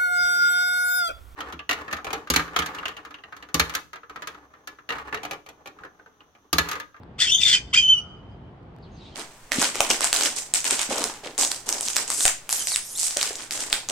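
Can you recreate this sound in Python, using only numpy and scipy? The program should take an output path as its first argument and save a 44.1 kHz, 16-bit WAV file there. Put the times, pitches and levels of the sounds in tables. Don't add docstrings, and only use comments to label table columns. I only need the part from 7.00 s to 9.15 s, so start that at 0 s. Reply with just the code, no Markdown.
import sys
import numpy as np
from scipy import signal
from scipy.fft import rfft, irfft
from scipy.io import wavfile

SR = 44100
rng = np.random.default_rng(int(sys.argv[2]) if len(sys.argv) > 2 else 0)


def generate_wav(signal):
    frames = np.transpose(np.atleast_2d(signal))
    scaled = np.clip(frames, -1, 1) * 32767
    pcm = np.round(scaled).astype(np.int16)
    wavfile.write(sys.argv[1], SR, pcm)


N = 94815
T = np.arange(N) / SR
F = np.fft.rfftfreq(N, 1 / SR)

def amp(db):
    return 10 ** (np.asarray(db) / 20)

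def unit_rms(x):
    return x / np.sqrt(np.mean(x ** 2) + 1e-20)

def curve(table, column=1):
    rows = np.array(table, float)
    return np.interp(T, rows[:, 0], rows[:, column])

def envelope(table, edge_s=.003):
    inside_s = np.minimum(T - table[0][0], table[-1][0] - T)
    return amp(curve(table)) * np.clip(inside_s / edge_s + 1, 0, 1)

def spectrum(table):
    hz, value = np.transpose(table)
    return np.interp(np.log(F + 1), np.log(hz + 1), value)

def colour(x, table):
    return irfft(rfft(x) * amp(spectrum(table)), N)

def wander(hz):
    return unit_rms(irfft(rfft(rng.standard_normal(N)) / (1 + (F / hz) ** 4), N))

def noise_band(phase, hz):
    return wander(hz) * np.cos(phase) + wander(hz) * np.sin(phase)

def stereo_noise(table):
    return unit_rms(colour(rng.standard_normal((2, N)) + rng.standard_normal(N), table))

# (f/Hz, gain/dB)
TOWN_SPECTRUM = [(15, -48.5), (25, -30.5), (44, -5), (142, -4), (176, -8), (301, -13.5), (383, -13.5),
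                 (558, -20), (769, -18), (2700, -38), (3090, -36.5), (3540, -41.5), (7000, -61),
                 (15000, -77.5)]
# (f/Hz, correlation)
TOWN_COHERENCE = [(60, 1.0), (180, 0.96), (550, 0.66), (1650, 0.03), (4970, 0.03), (15000, 0.02)]
# (t/s, f/Hz, level/dB)
BUMPS = [(.65, 57, -39.5), (.81, 68, -41.5)]
def town():
    common, separate = rfft(rng.standard_normal((2, N)))
    coherence = spectrum(TOWN_COHERENCE)
    right = coherence * common + np.sqrt(1 - coherence ** 2) * separate
    rumble = unit_rms(colour(irfft(np.array([common, right]), N), TOWN_SPECTRUM))
    bumps = sum(amp(db) * np.exp(-((T - s) / .025) ** 2) * np.cos(2 * np.pi * hz * (T - s))
                for s, hz, db in BUMPS)
    return amp(-44.5 + .23 * wander(hz=7.9)) * rumble + np.sqrt(2) * bumps

# (t/s, relative level/dB)
TICKS = [(0.034, -45), (1.631, -61), (1.7641, -53.5), (1.7862, -54.5), (1.91, -69)]
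# (f/Hz, gain/dB)
TICK_SPECTRUM = [(1700, 22), (3000, -10), (4600, 12), (6000, -17), (8300, -9), (12000, -32)]
def cage_ticks(gain_db=8.5, decay_s=.00098):
    decays = sum(amp(db + gain_db) * (T >= s) * np.exp(-abs(T - s) / decay_s) for s, db in TICKS)
    return decays * stereo_noise(TICK_SPECTRUM)

def harmonic(turns, order):
    phase = 2 * np.pi * order * turns
    flicker = .52 if order > 1 else 0
    return np.sqrt(1 - flicker ** 2) * np.sin(phase) + flicker * noise_band(phase, hz=220) / np.sqrt(2)

def syrinx_side(table, roughness, jitter, calm, driven):
    pitch_hz = curve(table, 2) * (1 + jitter * roughness * wander(hz=311))
    turns = np.cumsum(pitch_hz) / SR
    drive = np.minimum(2 * roughness, 1)
    wave = sum(amp(calm_db + (driven_db - calm_db) * drive) * harmonic(turns, order)
               for (order, calm_db), (_, driven_db) in zip(calm, driven))
    depth = .34 * roughness
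    shimmer = np.exp(depth * np.tanh(wander(hz=428.3)) - depth ** 2 / 2)
    return np.sqrt(2) * wave * envelope(table) * shimmer

# (t/s, relative level/dB, f/Hz, roughness 0-1)
LOWER_1 = [(.184, -43.5, 1020, 0), (.193, -33.5, 1300, 0.2), (.203, -34.5, 1520, 0.05),
           (.22, -24.5, 1900, 0), (.25, -32.5, 2000, 0.88), (.28, -39, 2560, 0.88), (.3, -24, 2720, 0),
           (.311, -31, 2960, 0.9), (.323, -22.5, 3030, 0.07), (.332, -32.5, 3080, 0.77),
           (.35, -16, 3170, .3), (.37, -33.5, 3230, 0.43), (.4, -39.5, 3220, 0.6), (.42, -28.5, 2481, 1),
           (.445, -35, 2300, 1), (.468, -27.5, 2000, 0.63), (.52, -39, 2377, 1), (.565, -29, 2550, .8),
           (.585, -37.5, 2350, 0.64)]
LOWER_2 = [(0.732, -29, 995, .08), (0.74, -27, 1287, .08), (.744, -21, 1376, .1), (0.75, -27.5, 1636, .15),
           (.753, -28, 1788, .2), (.757, -22.5, 2262, .2), (.768, -19, 2478, .1), (.79, -28, 2432, .7),
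           (0.815, -37, 2540, .8), (.839, -53, 2533, 1)]
# (order, gain/dB)
CROAK = [(1, -1.5), (2, -3.5), (3, -9.5), (4, -25.5), (5, -28.5)]
def lower_voice():
    return sum(syrinx_side(table, curve(table, 3), jitter=.063, calm=CROAK, driven=CROAK)
               for table in (LOWER_1, LOWER_2))

# (f/Hz, bandwidth/Hz, gain/dB)
THROAT_MODES = [(2046, 120, 13), (2370, 110, 2.1), (3110, 70, 2.7), (3566, 130, 5), (4284, 130, 8.4),
                (4820, 170, 7.4), (6150, 170, 6), (7200, 270, 7), (8194, 240, 8.6)]
def throat(x):
    modes = [1 + (amp(db) - 1) / (1 + 2j * (F - hz) / width) for hz, width, db in THROAT_MODES]
    return irfft(rfft(x) * np.prod(modes, axis=0), N)

# (t/s, relative level/dB, extra gain of the low band/dB)
RASP_1 = [(.184, -54.5, 6.5), (.203, -27, -11.5), (.222, -26.5, -2.5), (.275, -38, -5.5),
          (.298, -36.5, -19), (.346, -53.5, -8.5), (.398, -43.5, -10.5), (.418, -31, -16.5),
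          (.448, -32, -17), (.47, -30, -2), (.482, -25.5, -13.5), (.55, -27, -2.5), (.59, -50, -1.5)]
RASP_2 = [(.736, -36, -3), (.746, -24, -6), (.756, -34, -4.5), (.766, -37.5, -2.5), (.778, -34, -2.5),
          (.79, -42, -12), (.86, -59, -6.5), (.9, -63.5, 2)]
# (f/Hz, gain/dB)
RASP_HIGH = [(300, -46), (1800, -23), (2600, -3.5), (3300, 9.5), (3950, -5), (4400, -2), (5700, -1.5),
             (6600, -7), (7700, -9), (8400, -8), (9200, -18), (10200, -16.5), (11200, -62), (13000, -27.5),
             (14600, -22), (16000, -32)]
RASP_LOW = [(300, -45.5), (800, -15), (1150, -19), (1500, 9), (2000, 0.5), (2400, -24.5), (3000, -8.5),
            (5000, -54.5)]
def rasp(table, snap_hz=910.4):
    turns = np.cumsum(snap_hz * np.exp(.2 * wander(hz=171))) / SR
    snaps = np.diff(np.floor(turns), prepend=0) * np.exp(.2 * rng.standard_normal(N))
    puffs = np.exp(-(turns % 1) / .4) * rng.standard_normal(N)
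    ringing = throat(unit_rms(snaps) + .5 * unit_rms(puffs))
    high = amp(5.5) * unit_rms(colour(ringing, RASP_HIGH))
    low = amp(curve(table, 2) - .5) * unit_rms(colour(ringing, RASP_LOW))
    return envelope(table) * (high + low)

# (t/s, upper-voice roughness 0-1, flutter depth 0-1)
UNSTEADINESS = [(.19, .54, .3), (.26, .7, .35), (.29, .7, 0.6), (.39, .7, .25), (.432, .2, .55),
                (.47, .45, .6), (.49, .8, .45), (.55, .9, 0.5), (.735, .3, .15), (.765, .4, 0.2),
                (.8, 1, 0.5), (.835, .25, .05), (.9, .05, 0.05), (.99, .24, 0.09)]
def flutter(lag_turns, rate_hz=96.9, crest_s=.436, squareness=1.5, uneven_db=3):
    depth = curve(UNSTEADINESS, 2)
    turns = rate_hz * (T - crest_s) - lag_turns + .12 * wander(rate_hz / 2)
    swing = np.tanh(squareness * np.cos(2 * np.pi * turns)) / np.tanh(squareness)
    strength = amp(uneven_db * depth * np.tanh(wander(rate_hz)))
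    return strength * (1 + depth * swing) / np.sqrt(1 + depth ** 2 / 2)

# (t/s, relative level/dB, f/Hz)
UPPER_1 = [(.2, -36, 3452), (.219, -13.5, 3500), (.237, -26, 3500), (.255, -28.5, 3480), (.264, -34, 3168),
           (.277, -21.5, 3116), (.308, -27.5, 3130), (.316, -21, 3475), (.331, -9, 3512), (.342, -27, 3612),
           (.357, -18.5, 3465), (.369, -30.5, 3540), (.39, -17.5, 3560), (.406, -26, 3550),
           (.429, -27, 3530), (.435, -8, 3564), (.444, -28, 3600), (.454, -11.5, 3575), (.468, -13, 3565),
           (.49, -20, 3506), (.522, -17.5, 3466), (.531, -21, 3130), (.552, -17, 3065), (.56, -30, 3036),
           (.575, -46.5, 3100)]
UPPER_2 = [(0.732, -26.5, 3137), (.741, -25.5, 3080), (.747, -15, 3143), (.754, -31.5, 3226),
           (0.771, -42.5, 3163), (.775, -12.5, 3196), (0.807, -23.5, 3121), (0.823, -25, 3155),
           (.835, -17.5, 3050), (.868, -18, 3076), (0.875, -32.5, 3065), (.882, -14.5, 3013),
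           (0.902, -10.5, 3108), (0.931, -13, 3059), (.948, -16, 3025), (.957, -26, 2935),
           (.988, -22, 2953), (1.005, -34.5, 2940)]
# (order, gain/dB)
PURE = [(1, 0), (2, -20), (3, -33), (4, -30), (5, -39)]
HARSH = [(1, 2), (2, -11), (3, -18.5), (4, -19), (5, -32)]
def upper_voice():
    return sum(syrinx_side(table, curve(UNSTEADINESS), jitter=.015, calm=PURE, driven=HARSH)
               for table in (UPPER_1, UPPER_2))

# (f/Hz, gain/dB)
BEAK = [(500, -13.5), (1000, -11), (1900, -3.5), (3000, 2.5), (3550, -1), (3950, -11.5), (4800, -0.5),
        (8400, -5), (9600, -12), (11200, -43), (12300, -30), (14200, -13.5), (15000, -6.5), (16000, -11)]
def parrot():
    voices = amp(-3.5) * upper_voice() * flutter(lag_turns=0) + amp(1.5) * lower_voice()
    rasps = (rasp(RASP_1) + rasp(RASP_2)) * flutter(lag_turns=.32)
    return colour(voices, BEAK) + rasps + whistle_air()

# (f/Hz, left minus right/dB)
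PORT_BALANCE = [(60, 2), (99, 7), (160, 0), (270, -3), (450, -1), (740, -1.5), (1220, 2), (2010, 4),
                (3330, 4), (5500, 11.5), (9080, 5), (15000, 3.5)]
# (f/Hz, lead of left/rad)
PORT_PHASE = [(0, -24), (1640, 2.5), (2240, 0.62), (3960, 1.26), (4740, 1.91), (5680, -12), (6370, -9.5),
              (6980, -17), (10400, -21.5), (13200, -28.5), (15700, -39)]
# (t/s, left minus right/dB)
HEAD_TURN = [(.2, -2), (.48, -2.5), (.56, -4.5), (.8, -3.5), (1., -5.5)]
def direct_path(x):
    sides = np.array([[.5], [-.5]])
    response = amp(sides * spectrum(PORT_BALANCE)) * np.exp(1j * sides * spectrum(PORT_PHASE))
    return irfft(rfft(x) * response, N) * amp(sides * curve(HEAD_TURN))

def delayed(x, s):
    return np.pad(x, (int(s * SR), 0))[:N]

def reverb(x, t60, rise_s=.0041):
    response = rng.standard_normal((2, N)) * amp(-60 * T / t60) * np.minimum(T / rise_s, 1)
    return signal.fftconvolve(x[None], response / np.linalg.norm(response[0]), axes=1)[:, :N]

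# (delay/s, left gain/dB, right gain/dB)
WALLS = [(.0017, -31.5, -37), (.0036, -20.5, -19), (.0083, -24.5, -22), (0.014, -22, -17)]
# (f/Hz, gain/dB)
BALCONY_COLOUR = [(2450, 1.5), (3050, -3.5), (3550, -1), (4400, -2), (6200, 4), (14000, -5.5)]
YARD_COLOUR = [(1000, 2), (3080, -5), (3400, -13), (3650, -17), (4500, 0), (6200, -6), (8000, -7),
               (10000, -19), (14000, -39.5)]
# (delay/s, gain/dB)
BUILDINGS = [(.215, -32.5), (.4, -49.5), (.55, -47.5)]
def reflections(x):
    walls = sum(amp([[left], [right]]) * delayed(x, s) for s, left, right in WALLS)
    ring = amp(-6) * reverb(colour(x, BALCONY_COLOUR), t60=.16)
    dull = colour(x, YARD_COLOUR)
    yard = amp(-22.5) * reverb(dull, t60=.86)
    echoes = sum(amp(db) * delayed(dull, s) for s, db in BUILDINGS)
    return walls + ring + yard + reverb(echoes, t60=.04)

# (t/s, level/dB)
AIR_LEVEL = [(.86, -61.5), (.877, -46.5), (.905, -65), (.94, -56.5), (.985, -58.5), (1.005, -59.5)]
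# (f/Hz, gain/dB)
AIR_SPECTRUM = [(2700, -9), (3600, -29), (4050, -21.5), (4350, 8.5), (5300, -14.5), (6000, -4),
                (7200, -27.5), (8800, -13), (11000, -35.5)]
def whistle_air():
    return envelope(AIR_LEVEL) * unit_rms(colour(rng.standard_normal(N), AIR_SPECTRUM))

# (t/s, duration/s, start f/Hz, end f/Hz, relative level/dB, bandwidth/Hz)
FAR_CALLS = [(0.879, 0.34, 1337, 1264, -55, 340), (1.822, 0.035, 4660, 3810, -57, 1000),
             (1.839, 0.055, 3525, 2455, -62.5, 600), (1.912, 0.072, 6600, 6100, -65, 352),
             (1.958, 0.06, 4860, 4170, -59.5, 900), (1.998, 0.041, 3960, 3780, -55.5, 600),
             (2.042, 0.054, 3470, 3900, -55, 900), (2.113, 0.041, 3130, 3140, -51, 130)]
def far_birds():
    calls = np.zeros(N)
    for s, length, from_hz, to_hz, db, width in FAR_CALLS:
        progress = np.clip((T - s) / length, 0, 1)
        phase = 2 * np.pi * np.cumsum(from_hz + (to_hz - from_hz) * progress) / SR
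        arch = np.sqrt(abs(np.sin(np.pi * progress)))
        calls += amp(db) * arch * noise_band(phase, width / 2)
    return .8 * calls + .6 * reverb(calls, t60=.2)

# (t/s, level/dB)
HISS_LEVEL = [(1.7, -92.5), (1.8, -74.5), (1.9, -68.5), (1.98, -61.5), (2.06, -53.5), (2.11, -56.5),
              (2.15, -58.5)]
# (f/Hz, gain/dB)
HISS_SPECTRUM = [(1000, -25), (2500, 16.5), (4000, 18.5), (5500, 9), (8500, -3), (10000, -15.5),
                 (14000, -44)]
def soft_hiss():
    return envelope(HISS_LEVEL) * stereo_noise(HISS_SPECTRUM)

def scene():
    squawks = parrot()
    return town() + cage_ticks() + direct_path(squawks) + reflections(squawks) + far_birds() + soft_hiss()

def record(dry, cutoff_hz=15900):
    lowpass = signal.firwin(511, cutoff_hz, window=("kaiser", 9), fs=SR)
    return signal.oaconvolve(dry, lowpass[None], "same")

dry = scene()
out = record(dry)
generate_wav(out)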